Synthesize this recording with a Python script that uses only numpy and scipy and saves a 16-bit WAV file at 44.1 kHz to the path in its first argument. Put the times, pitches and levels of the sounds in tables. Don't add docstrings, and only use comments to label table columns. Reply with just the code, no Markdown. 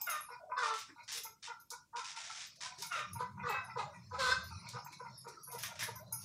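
import sys
import numpy as np
from scipy import signal
from scipy.fft import rfft, irfft
from scipy.io import wavfile
from scipy.ndimage import uniform_filter1d

SR = 44100
rng = np.random.default_rng(int(sys.argv[2]) if len(sys.argv) > 2 else 0)


def to_wav(sig):
    pcm = np.clip(np.atleast_2d(sig), -1, 1) * 32767
    pcm = np.round(pcm).astype(np.int16)
    wavfile.write(sys.argv[1], SR, pcm.T)


def nominal_scale(level):
    x = np.asarray(level, float) / 20
    return 10 ** x


N = 275184


def evened(x):
    return x / np.sqrt(np.mean(x ** 2) + 1e-20)


def read(points, hz):
    f, value = np.transpose(points)
    return np.interp(np.log(hz + 1), np.log(f + 1), value)


def add(mix, s, sound):
    part = mix[max(round(s * SR), 0):][:len(sound)]
    part += sound[:len(part)]


def events(table, source):
    out = np.zeros(N)
    for row in table:
        add(out, *source(*row))
    return out


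def along(rows, t):
    s, *columns = np.transpose(rows)
    return [np.interp(t, s, c) for c in columns]


def span(rows):
    return np.arange(rows[0][0], rows[-1][0], 1 / SR)


def resonate(x, hz, width_hz):
    turn = np.exp(2j * np.pi * np.cumsum(hz * np.ones(len(x))) / SR)
    r = np.exp(-np.pi * abs(width_hz) / SR)
    smooth = signal.lfilter([(1 - r) ** 2], [1, -2 * r, r * r], x / turn)
    return 2 * (turn * smooth).real


def colour(x, points):
    hz = np.fft.rfftfreq(len(x), 1 / SR)
    return evened(irfft(rfft(x) * nominal_scale(read(points, hz)), len(x)))


def wobble(length, smooth):
    noise = rng.standard_normal(length)
    return evened(uniform_filter1d(uniform_filter1d(noise, int(smooth)), int(smooth)))


def patchy(points, patchy_db):
    frames, hz = N // 128 + 6, np.fft.rfftfreq(512, 1 / SR)
    a, b, patches = rng.standard_normal((frames, 257, 3)).T
    patches = uniform_filter1d(uniform_filter1d(patches, size=5, axis=0), size=30, axis=1)
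    level = nominal_scale(read(points, hz)[:, None] + patchy_db * evened(patches))
    return evened(signal.istft((a + 1j * b) * level, nperseg=512, noverlap=384)[1][:N])


def wind():
    # (time [s], level [dB], centre [Hz])
    hum = [(0, -81, 124.5), (1.2, -77.5, 104), (2.2, -80.5, 121.6), (2.95, -67.5, 165.4),
           (3.15, -50.5, 89.3), (3.3, -57, 199), (3.42, -49.5, 200), (3.6, -61.5, 113.4), (3.95, -56, 144),
           (4.2, -55.5, 72), (4.52, -54.5, 84.6), (4.78, -58.5, 127.3), (4.92, -70, 155),
           (5.15, -57, 120.5), (5.38, -73.5, 151), (5.58, -59.5, 124), (5.72, -59, 111), (5.9, -56, 110.7)]
    # (frequency [Hz], density [dB per Hz])
    wind_spectrum = [(20, -38), (43, -49), (86, 2.5), (193, 1), (268, -25), (400, -17.5), (520, -94),
                     (880, -120)]
    level_db, hz = along(hum, np.arange(N) / SR)
    gusts = colour(rng.standard_normal(N), wind_spectrum)
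    moan = evened(resonate(rng.standard_normal(N), hz, 14))
    return nominal_scale(level_db + 2.26 * wobble(N, 790)) * evened(gusts + 1.05 * moan)


def yard():
    # (time [s], level [dB])
    yard_level = [(0, -57.5), (.35, -64.5), (.48, -77.5), (.9, -64.5), (1.05, -66.5), (1.38, -97),
                  (1.6, -68), (1.9, -86), (2.5, -65.5), (3.1, -63), (3.4, -67.5), (3.7, -63), (3.9, -62),
                  (4.5, -57.5), (5.2, -63.5), (5.4, -62.5), (6.05, -68), (6.24, -54.5)]
    # (frequency [Hz], density [dB per Hz])
    rustle = [(400, -48), (620, 0), (780, -35), (1000, 1), (1500, -18.5), (2400, -8), (3100, -22),
              (4100, -7.5), (5300, -2), (6500, -9), (8000, -19), (10000, -13.5), (12500, -55)]
    level_db = along(yard_level, np.arange(N) / SR)[0]
    return nominal_scale(level_db) * patchy(rustle, patchy_db=6.0)


def hiss(s, peak_db, swell_s, length_s):
    # (frequency [Hz], density [dB per Hz])
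    air = [(1200, -12), (2000, -4), (3000, -5), (4100, 4), (5500, -5), (7500, -7), (10500, -19),
           (15500, -27.5), (17000, -64)]
    t = np.arange(int(length_s * SR) + 2000) / SR
    swell = np.sin(np.pi / 2 * np.clip(t / swell_s, 0, 1)) ** 2
    shape = swell * nominal_scale(-60 * np.maximum(t - length_s + 0.066, 0) / 0.14)
    flutter = nominal_scale(peak_db + 0.9 * wobble(len(t), 350))
    return s, flutter * colour(rng.standard_normal(len(t)), air) * shape


def croon(s, length_s, level_db, hz):
    fade_db, sag_per_s, width_hz = -10, 0.082, 110
    t = np.arange(0, length_s, 1 / SR)
    pitch_hz = hz * (1 - sag_per_s * t) + width_hz / 3 * wobble(len(t), 400)
    fuzz = evened(resonate(rng.standard_normal(len(t)), pitch_hz, width_hz))
    tone = np.sin(2 * np.pi * np.cumsum(pitch_hz) / SR) + .7 * fuzz
    return s, nominal_scale(level_db + fade_db * t / length_s) * tone * signal.windows.tukey(len(t), .4)


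def clink(s, middle_db, wide_db, thin_db):
    # (frequency [Hz], level [dB], t60 [s])
    rings = [
        [(9720, 0, .17), (10450, -4, .15), (10780, -2, .2), (11250, -1, .2)],
        [(12060, 0, .17), (12350, -1, .16), (15440, -11, .14)],
        [(13120, -9, .12), (13490, -10, .12), (14350, 0, .11), (7560, -7, .11)],
        [(6500, -3, .2), (5100, -7, .22), (5900, -6, .15)],
    ]
    t, out = np.arange(7500) / SR, 0
    rattle = rng.standard_normal(len(t))
    for group_db, modes in zip((middle_db, wide_db, thin_db, wide_db), rings):
        for hz, db, t60_s in modes:
            uneven_db, detune, phase = rng.uniform(-6, 4), rng.uniform(.995, 1.005), rng.random()
            tone = np.sin(2 * np.pi * (hz * detune * t + phase))
            ring = .6 * tone + .6 * evened(resonate(rattle, hz * detune, 130))
            blur = .35 * evened(resonate(rattle[::-1], hz, 600)) * nominal_scale(-60 * t / .25)
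            out = out + nominal_scale(group_db + db + uneven_db - 60 * t / t60_s) * (ring + blur)
    return s - .001, out * np.minimum(t / 0.00092, 1)


def rasp(s, peak_db, dull_db, crisp_db, stroke_s, snap_db, grain_db, chatter_db=0):
    # (frequency [Hz], density [dB per Hz])
    scrape = [(500, -21), (1000, -9), (2100, -1.5), (3400, -5), (3700, -0.5), (4000, -7), (5500, -2),
              (7500, -9.5), (10600, -19.5), (11300, -31.5)]
    chatter_hz = 90
    t = np.arange(-200, 6000) / SR
    shape = nominal_scale(-60 * np.maximum(t - stroke_s, 0) / 0.11) * np.clip(t / 0.0086, 0, 1)
    shape = shape + nominal_scale(snap_db + 8 - 60 * abs(t) / 0.032) * (t > 0)
    noise = rng.standard_normal(len(t))
    grain = nominal_scale(grain_db * np.minimum(rng.exponential(1, len(t)), 6))
    fibres = shape * evened(noise * grain)
    skips = np.cumsum(chatter_hz * (1 + .2 * wobble(len(t), 300))) / SR + rng.random()
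    fibres = fibres * nominal_scale(chatter_db * (1 - 4 * (skips % 1)) / 2)
    tilt = [(f, db + (dull_db + 14.0) * np.clip((4100 - f) / 1400, 0, 1)) for f, db in scrape]
    crisp = nominal_scale(crisp_db) * colour(fibres, [(7000, -23.0), (10500, -2), (15000, -6.5), (16000, -25)])
    return s - .002 + t[0], nominal_scale(peak_db - 14.5) * (colour(fibres, tilt) + crisp) * np.std(fibres)


def cut(s, peak_db, dull_db, stroke_s, snap_db):
    crisp_db = -5.5 - 200 * stroke_s
    return rasp(s, peak_db, dull_db, crisp_db, stroke_s, snap_db, grain_db=2.7)


def syrinx(hz, rough, jitter, limp):
    flutter_db = 4
    turns = np.cumsum(hz * (1 + jitter * wobble(len(hz), 150))) / SR + rng.random()
    pulses = 0
    for k in range(2, 13):
        pulses = pulses + nominal_scale(flutter_db * wobble(len(hz), 307)) * np.cos(2 * np.pi * k * turns)
    pulses = pulses * (1 + limp * np.cos(np.pi * turns))
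    puffs = (0.034 + np.exp(-(turns % 1) / 0.12)) * rng.standard_normal(len(hz))
    drive = np.sqrt(1 - rough) * evened(pulses) + np.sqrt(rough) * evened(puffs)
    low = nominal_scale(flutter_db / 2 * wobble(len(hz), 310) + 1) * np.cos(2 * np.pi * turns)
    return drive, low


def squawk(rows, cavities, rough, jitter):
    throat_width_hz, grate_db, grate_width_hz = 930, -8, 330
    t = span(rows)
    effort_db, hz, throat_hz, bright_db, low_db = along(rows, t)
    drive, low = syrinx(hz, rough, jitter, 0.23)
    top = 0
    for k, (f, width_hz, db) in enumerate(cavities):
        top = top + (-1) ** k * nominal_scale(db) * resonate(drive, f, width_hz)
    air = resonate(rng.standard_normal(len(t)), 0.905 * throat_hz, grate_width_hz)
    grate = nominal_scale(grate_db) * evened(air)
    throat = resonate(resonate(drive, throat_hz, throat_width_hz), throat_hz, throat_width_hz)
    voice = evened(evened(throat) + grate) + nominal_scale(bright_db) * evened(top) + nominal_scale(low_db) * low
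    effort = nominal_scale(effort_db + 1.5 * wobble(len(t), 270))
    return t[0], effort * voice * signal.windows.tukey(len(t), .3)


def hoarse_cry(s, length_s, effort_db, top_hz, sag, extra_db=0, rough=.2, jitter=.011):
    # (frequency [Hz], width [Hz], level [dB])
    beak_open = [(2094, 310, 12.5), (2583, 560, 10.5), (3763, 150, 9.5)]
    chest_db = -16.5
    u = np.linspace(0, 1, num=24)
    hz = top_hz * (1 - sag * np.sin(np.pi / 2 * np.clip(u / .6, 0, 1)) ** 2)
    effort_db = effort_db + 2.5 * np.exp(-u / 0.89) - 9.5 * u ** 3
    throat_hz = 395 + 1.47 * hz
    bright_db = extra_db - 9.5 + 0.029 * (hz - 600)
    rows = np.transpose([s + length_s * u, effort_db, hz, throat_hz, bright_db, chest_db + 0 * u])
    return squawk(rows, beak_open, rough, jitter)


def cluck(s, peak_db, second_hz, low_db, beak_db, length_s):
    beak_hz, side_hz, side_db, third_db = 2159, 2429, -6.5, -7.5
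    u = np.linspace(0, 1, int(np.clip(length_s, .02, .15) * SR * 2))
    scoop = rng.uniform(.03, .1) * np.exp(-u / .15)
    sag = rng.uniform(.05, .16) * u ** 2
    hz = second_hz / 2 * (1.02 - scoop - sag)
    drive, low = syrinx(hz, .3, .024, .75 * np.exp(-u / .3))
    voice = resonate(drive, 2 * hz, 163) + nominal_scale(third_db) * resonate(drive, 3 * hz, 150)
    gape_hz = 1200 + rng.uniform(120, 280) * u
    voice = evened(voice + 0.96 * resonate(drive, gape_hz, 170))
    breath = drive + 2.0 * rng.standard_normal(len(u))
    beak = resonate(breath, beak_hz * rng.uniform(0.91, 1.05), 90)
    beak = evened(beak + nominal_scale(side_db) * resonate(breath, side_hz, 200))
    moment = np.exp(-((u - .35) / 0.17) ** 2)
    voice = voice + moment * nominal_scale(low_db + 8.5) * low
    voice = voice + np.roll(moment, len(u) // 8) * nominal_scale(beak_db + 3) * beak
    level = nominal_scale(peak_db - 12.0 + 2.78 * wobble(len(u), 155))
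    return s - .01, level * voice * np.sin(np.pi * u ** 0.64) ** 2


def near_cluck(s, peak_db, second_hz, length_s, beak_db):
    fuller_from_s, chest_db, fuller_db = 3, -19.5, 8
    return cluck(s, peak_db, second_hz, chest_db + fuller_db * (s > fuller_from_s), beak_db, length_s)


def far_cluck(s, peak_db, second_hz, length_s, beak_db):
    return cluck(s, peak_db, second_hz, -38, beak_db, length_s)


def clear_cry(rows):
    # (frequency [Hz], width [Hz], level [dB])
    upper = [(2600, 320, -3), (3530, 250, -1), (4340, 760, -2.5), (5144, 100, 3.5)]
    throat_over_pitch = 2.636
    rows = [(s, effort_db, hz, throat_over_pitch * hz, bright_db, chest_db)
            for s, effort_db, hz, bright_db, chest_db in rows]
    return squawk(rows, upper, .09, .007)


def sweep(s, peak_db, stroke_s, snap_db):
    return rasp(s, peak_db, -17, -69, stroke_s, snap_db, grain_db=0.0, chatter_db=5.0)


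def bump(s, peak_db, hz):
    t = np.arange(4000) / SR
    knock = rng.standard_normal(len(t))
    body = evened(resonate(knock, hz, 52)) + 0.94 * evened(resonate(knock, 1800, 930))
    return s - .005, nominal_scale(peak_db - 60 * t / 0.22) * body * np.minimum(t / 0.025, 1)


def shrill_cry(*row):
    return hoarse_cry(*row, extra_db=15, rough=.15, jitter=.008)


def hens():
    # (start [s], length [s], level [dB], pitch [Hz])
    croons = [(0, .06, -57, 935), (.385, .19, -55, 650), (1.13, .22, -66, 454), (3.85, .1, -59, 606),
              (5.26, .16, -61, 409), (5.36, .08, -60, 1265), (5.49, .17, -62, 690), (5.66, .2, -61, 670),
              (5.86, .12, -63, 650), (6.055, .07, -67, 4090), (2.15, .3, -66, 720), (2.62, .2, -65, 700),
              (4.5, .12, -61, 1260), (4.47, .13, -65, 2500), (.06, .15, -59, 640), (3.6, .1, -62, 700),
              (2.95, .08, -57, 570), (5.98, .17, -61, 620)]
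    # (start [s], length [s], effort [dB], pitch [Hz], sag [share])
    hoarse = [
        (.057, 0.17, -46.5, 726, 0.17),
        (.615, 0.125, -45.5, 613.7, 0.0293),
        (2.895, .18, -46.5, 727, .17),
        (3.785, 0.055, -42, 420.4, 0.017),
    ]
    # (time [s], peak [dB], second harmonic [Hz], length [s], beak [dB])
    clucks = [(0.288, -36.5, 970, 0.056, -17), (0.499, -40.5, 977, 0.032, -13.5),
              (1.479, -35, 965, 0.037, -13.5), (1.716, -37, 960, 0.033, -16.5),
              (1.933, -35, 960, 0.069, -19), (3.195, -31.5, 991, 0.045, -20),
              (3.763, -30.5, 985, 0.031, -19), (4.115, -33, 1006, 0.052, -18),
              (4.738, -35, 986, 0.043, -19), (5.002, -40, 985, 0.033, -32), (5.252, -39.5, 963, 0.043, -16),
              (5.475, -47, 1002, 0.046, -7), (5.523, -38.5, 952, 0.05, -15.5),
              (5.878, -39.5, 951, 0.033, -23)]
    # (time [s], peak [dB], second harmonic [Hz], length [s], beak [dB])
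    far_clucks = [(0.522, -31.5, 998, 0.026, -23), (0.568, -31.5, 1124, 0.026, -36),
                  (0.965, -47, 953, 0.055, -4.5), (1.253, -42.5, 924, 0.028, -12),
                  (2.136, -43.5, 927, 0.051, -12), (2.3, -41.5, 897, 0.014, -15),
                  (2.606, -45.5, 1005, 0.11, -8), (3.375, -39, 946, 0.048, -8.5),
                  (3.917, -46, 962, 0.052, -4.5), (4.513, -42, 917, 0.022, -34),
                  (4.646, -45, 952, 0.04, -7), (4.862, -40.5, 985, 0.026, -11.5),
                  (5.054, -37, 930, 0.026, -13), (5.951, -44.5, 1012, 0.038, -15),
                  (1.97, -37.5, 1031, 0.04, -21), (2.819, -41, 949, 0.036, -7),
                  (3.68, -42.5, 906, 0.041, -6.5), (6.12, -42.5, 921, 0.035, -14.5),
                  (4.765, -41, 817, 0.031, -28), (4.92, -54, 1002, 0.025, 3), (4.145, -35, 849, 0.026, -28),
                  (3.149, -39, 930, 0.045, -8.5), (3.44, -34.5, 1178, 0.048, -25),
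                  (5.69, -42, 934, 0.038, -10)]
    # (time [s], effort [dB], pitch [Hz], brightness [dB], chest [dB])
    ringing = [
        [(.56, -41, 535, 1, -14), (.582, -39.5, 504.5, -13, -13), (.62, -40, 488.5, -14, -11),
         (.65, -44, 448, -15, -17), (.72, -42, 445.5, -13.5, -11.5), (.74, -47.5, 444.5, -11, -6),
         (.78, -54, 435, -8, -10)],
        [(3.42, -54, 505, -19.5, -9), (3.46, -44.5, 489, -23.5, -4.5), (3.488, -46, 485, -27.5, -5),
         (3.51, -40.5, 410.5, -36, -9), (3.535, -43, 410, -29, -12)],
        [(3.53, -45, 536, -24.5, -12), (3.57, -44, 520, -35, -15.5), (3.6, -48, 505, -28, -18),
         (3.65, -61, 500, -16, -15)],
        [(4.178, -30, 538, 1, 10), (4.2, -41, 539.5, -20, -3), (4.23, -37, 508, -11, -4.5),
         (4.256, -40, 510, -17, -1), (4.285, -34.5, 497, -14.5, -8.5), (4.305, -36.5, 516, -9.5, -4),
         (4.33, -37, 517, -7.5, -4.5), (4.366, -48, 519, -19, -16), (4.4, -58, 518, -8.5, -13)],
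    ]
    # (start [s], length [s], effort [dB], pitch [Hz], sag [share])
    shrill = [
        (3.474, 0.135, -57, 653.5, 0.01),
    ]
    out = events(croons, croon) + events(hoarse, hoarse_cry) + events(clucks, near_cluck)
    out = out + events(far_clucks, far_cluck) + events(shrill, shrill_cry)
    for rows in ringing:
        add(out, *clear_cry(rows))
    return signal.sosfilt(signal.butter(6, 370, "high", fs=SR, output="sos"), out)


def walls(x):
    # (frequency [Hz], t60 [s])
    decay = [(500, 0.18), (950, 0.34), (2300, 0.34), (3500, 0.38), (6000, 0.37), (9200, 0.33),
             (14000, 0.24)]
    taps = np.zeros(SR // 2)
    at = np.arange(260, len(taps) - 20, 20)
    taps[at + rng.integers(0, 20, len(at))] = rng.choice([-1., 1.], len(at))
    hz, t, z = signal.stft(taps, SR, nperseg=256)
    tail = signal.istft(z * nominal_scale(-60 * t / read(decay, hz)[:, None]), SR, nperseg=256)[1]
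    return signal.fftconvolve(x, tail / np.linalg.norm(tail))[:N]


def scene():
    # (time [s], peak [dB], swell [s], length [s])
    hisses = [
        (0, -69, 0.014, 0.045),
        (3.186, -47.5, 0.032, 0.069),
        (3.438, -56, 0.054, 0.15),
        (3.765, -43.5, 0.046, 0.077),
        (4.108, -61.5, 0.044, 0.12),
        (4.183, -44.5, 0.016, 0.2),
        (4.641, -62, 0.05, 0.18),
    ]
    # (time [s], middle [dB], wide [dB], thin [dB])
    clinks = [(0.0145, -44, -33, -19.5), (0.0648, -42, -41, -57), (0.0982, -31.5, -30.5, -32),
              (0.2069, -37.5, -58, -71), (0.7864, -70, -50, -41), (1.2346, -39.5, -33, -34),
              (1.6007, -52.5, -45, -95), (2.4693, -83, -93, -48), (2.863, -44, -52, -39),
              (3.132, -37, -36, -50), (3.4954, -46.5, -71, -34), (3.642, -45, -64, -88),
              (3.9474, -56.5, -86, -90), (4.4386, -53, -42.5, -69), (4.785, -54.5, -85, -92),
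              (4.848, -60, -56, -37.5), (5.179, -39, -79, -86), (5.4327, -37, -50, -52),
              (5.475, -40, -55, -60), (5.5153, -39, -41.5, -55), (5.55, -45, -54, -65),
              (5.5847, -37.5, -36, -67), (5.6286, -40, -32, -68), (5.8306, -35, -36, -44),
              (5.9564, -46.5, -39.5, -71), (5.9894, -71, -56, -43), (6.125, -28, -31, -41)]
    # (time [s], peak [dB], dull part [dB rel], stroke [s], snap [dB])
    cuts = [(0.0154, -52, -18, 0.1, 10), (0.0967, -36, -10, 0.084, -3), (0.7402, -32, -16.5, 0.079, 0.2),
            (1.033, -44, -38, 0.0081, -15), (1.1201, -27, -21.5, 0.046, -4),
            (1.1742, -26.5, -17.5, 0.01, -6), (1.706, -32, -43, 0.018, -1.5),
            (2.5545, -42, -27, 0.0077, -30), (2.7819, -34.5, -28, 0.047, -16),
            (2.825, -34, -27, 0.033, 7.5), (2.92, -29, -7, 0.087, -18), (5.81, -38.5, 7, 0.005, 7),
            (4.6906, -44, -39, 0.03, 10), (4.9227, -39.5, -31, 0.016, -12),
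            (5.2757, -37.5, -40, 0.016, -41), (5.5174, -39, -29, 0.037, -9),
            (5.5824, -34.5, -18, 0.097, -19), (5.6366, -30, -9.5, 0.024, 4), (5.758, -41.5, -13, 0.062, 0),
            (5.7937, -25.5, -15, 0.049, -5.5), (5.8289, -36.5, 36, 0.049, 10),
            (6.2144, -42.5, -26, .04, -21)]
    # (time [s], peak [dB], stroke [s], snap [dB])
    sweeps = [(0.5831, -31.5, 0.038, -6), (0.6344, -27, 0.057, -4), (1.0809, -27, 0.028, -12),
              (1.4255, -30, 0.047, -26), (1.9589, -29, 0.044, -27), (2.0447, -30, 0.076, -4),
              (2.1629, -29, 0.056, -7.5), (2.2394, -31, 0.041, -4.5), (2.2924, -30, 0.04, -32),
              (2.3459, -30, 0.072, -24), (2.4074, -32.5, 0.053, -11), (2.6092, -27, 0.059, -6)]
    # (time [s], peak [dB], pitch [Hz])
    bumps = [
        (0.88, -51.5, 298),
        (2.777, -56.5, 405.4),
        (4.903, -61, 323),
        (5.328, -60, 346),
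    ]
    voices = hens() + events(hisses, hiss)
    rasps = events(sweeps, sweep) + events(cuts, cut)
    glass = events(clinks, clink)
    hens_heard = nominal_scale(2.5) * voices + nominal_scale(-0.5) * walls(voices)
    hands = nominal_scale(-3.5) * rasps + nominal_scale(-12.0) * glass
    hands = hands + walls(nominal_scale(-7.5) * rasps + nominal_scale(-18.0) * glass)
    near = wind() + events(bumps, bump)
    return (hens_heard + hands + yard() + near)[None]


def roll_off(x):
    return signal.sosfilt(signal.butter(12, 16340, fs=SR, output="sos"), x)


def record(dry):
    # (frequency [Hz], density [dB per Hz])
    floor_spectrum = [(18, -50), (30, -6), (109, 10), (780, -18), (3580, -17.5), (6550, -13), (8300, -16),
                      (16000, -23)]
    gate_db, floor_db, edge_hz = -85, -76, 15850
    z = signal.stft(dry[0], nperseg=512, noverlap=384)[2]
    power = uniform_filter1d(uniform_filter1d(abs(z) ** 2, size=5, axis=0), size=6, axis=1)
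    gain = power / (power + nominal_scale(2 * gate_db))
    kept = signal.istft(z * gain, nperseg=512, noverlap=384)[1][:N]
    own = nominal_scale(floor_db) * patchy(floor_spectrum, patchy_db=1.2)
    thin = signal.sosfilt(signal.butter(2, 55, "high", fs=SR, output="sos"), kept + own)
    lowpass = signal.firwin(401, edge_hz, window=("kaiser", 9), fs=SR)
    limited = signal.oaconvolve(thin, lowpass, "same")
    return roll_off(limited[None])


dry = scene()
out = record(dry)
to_wav(out)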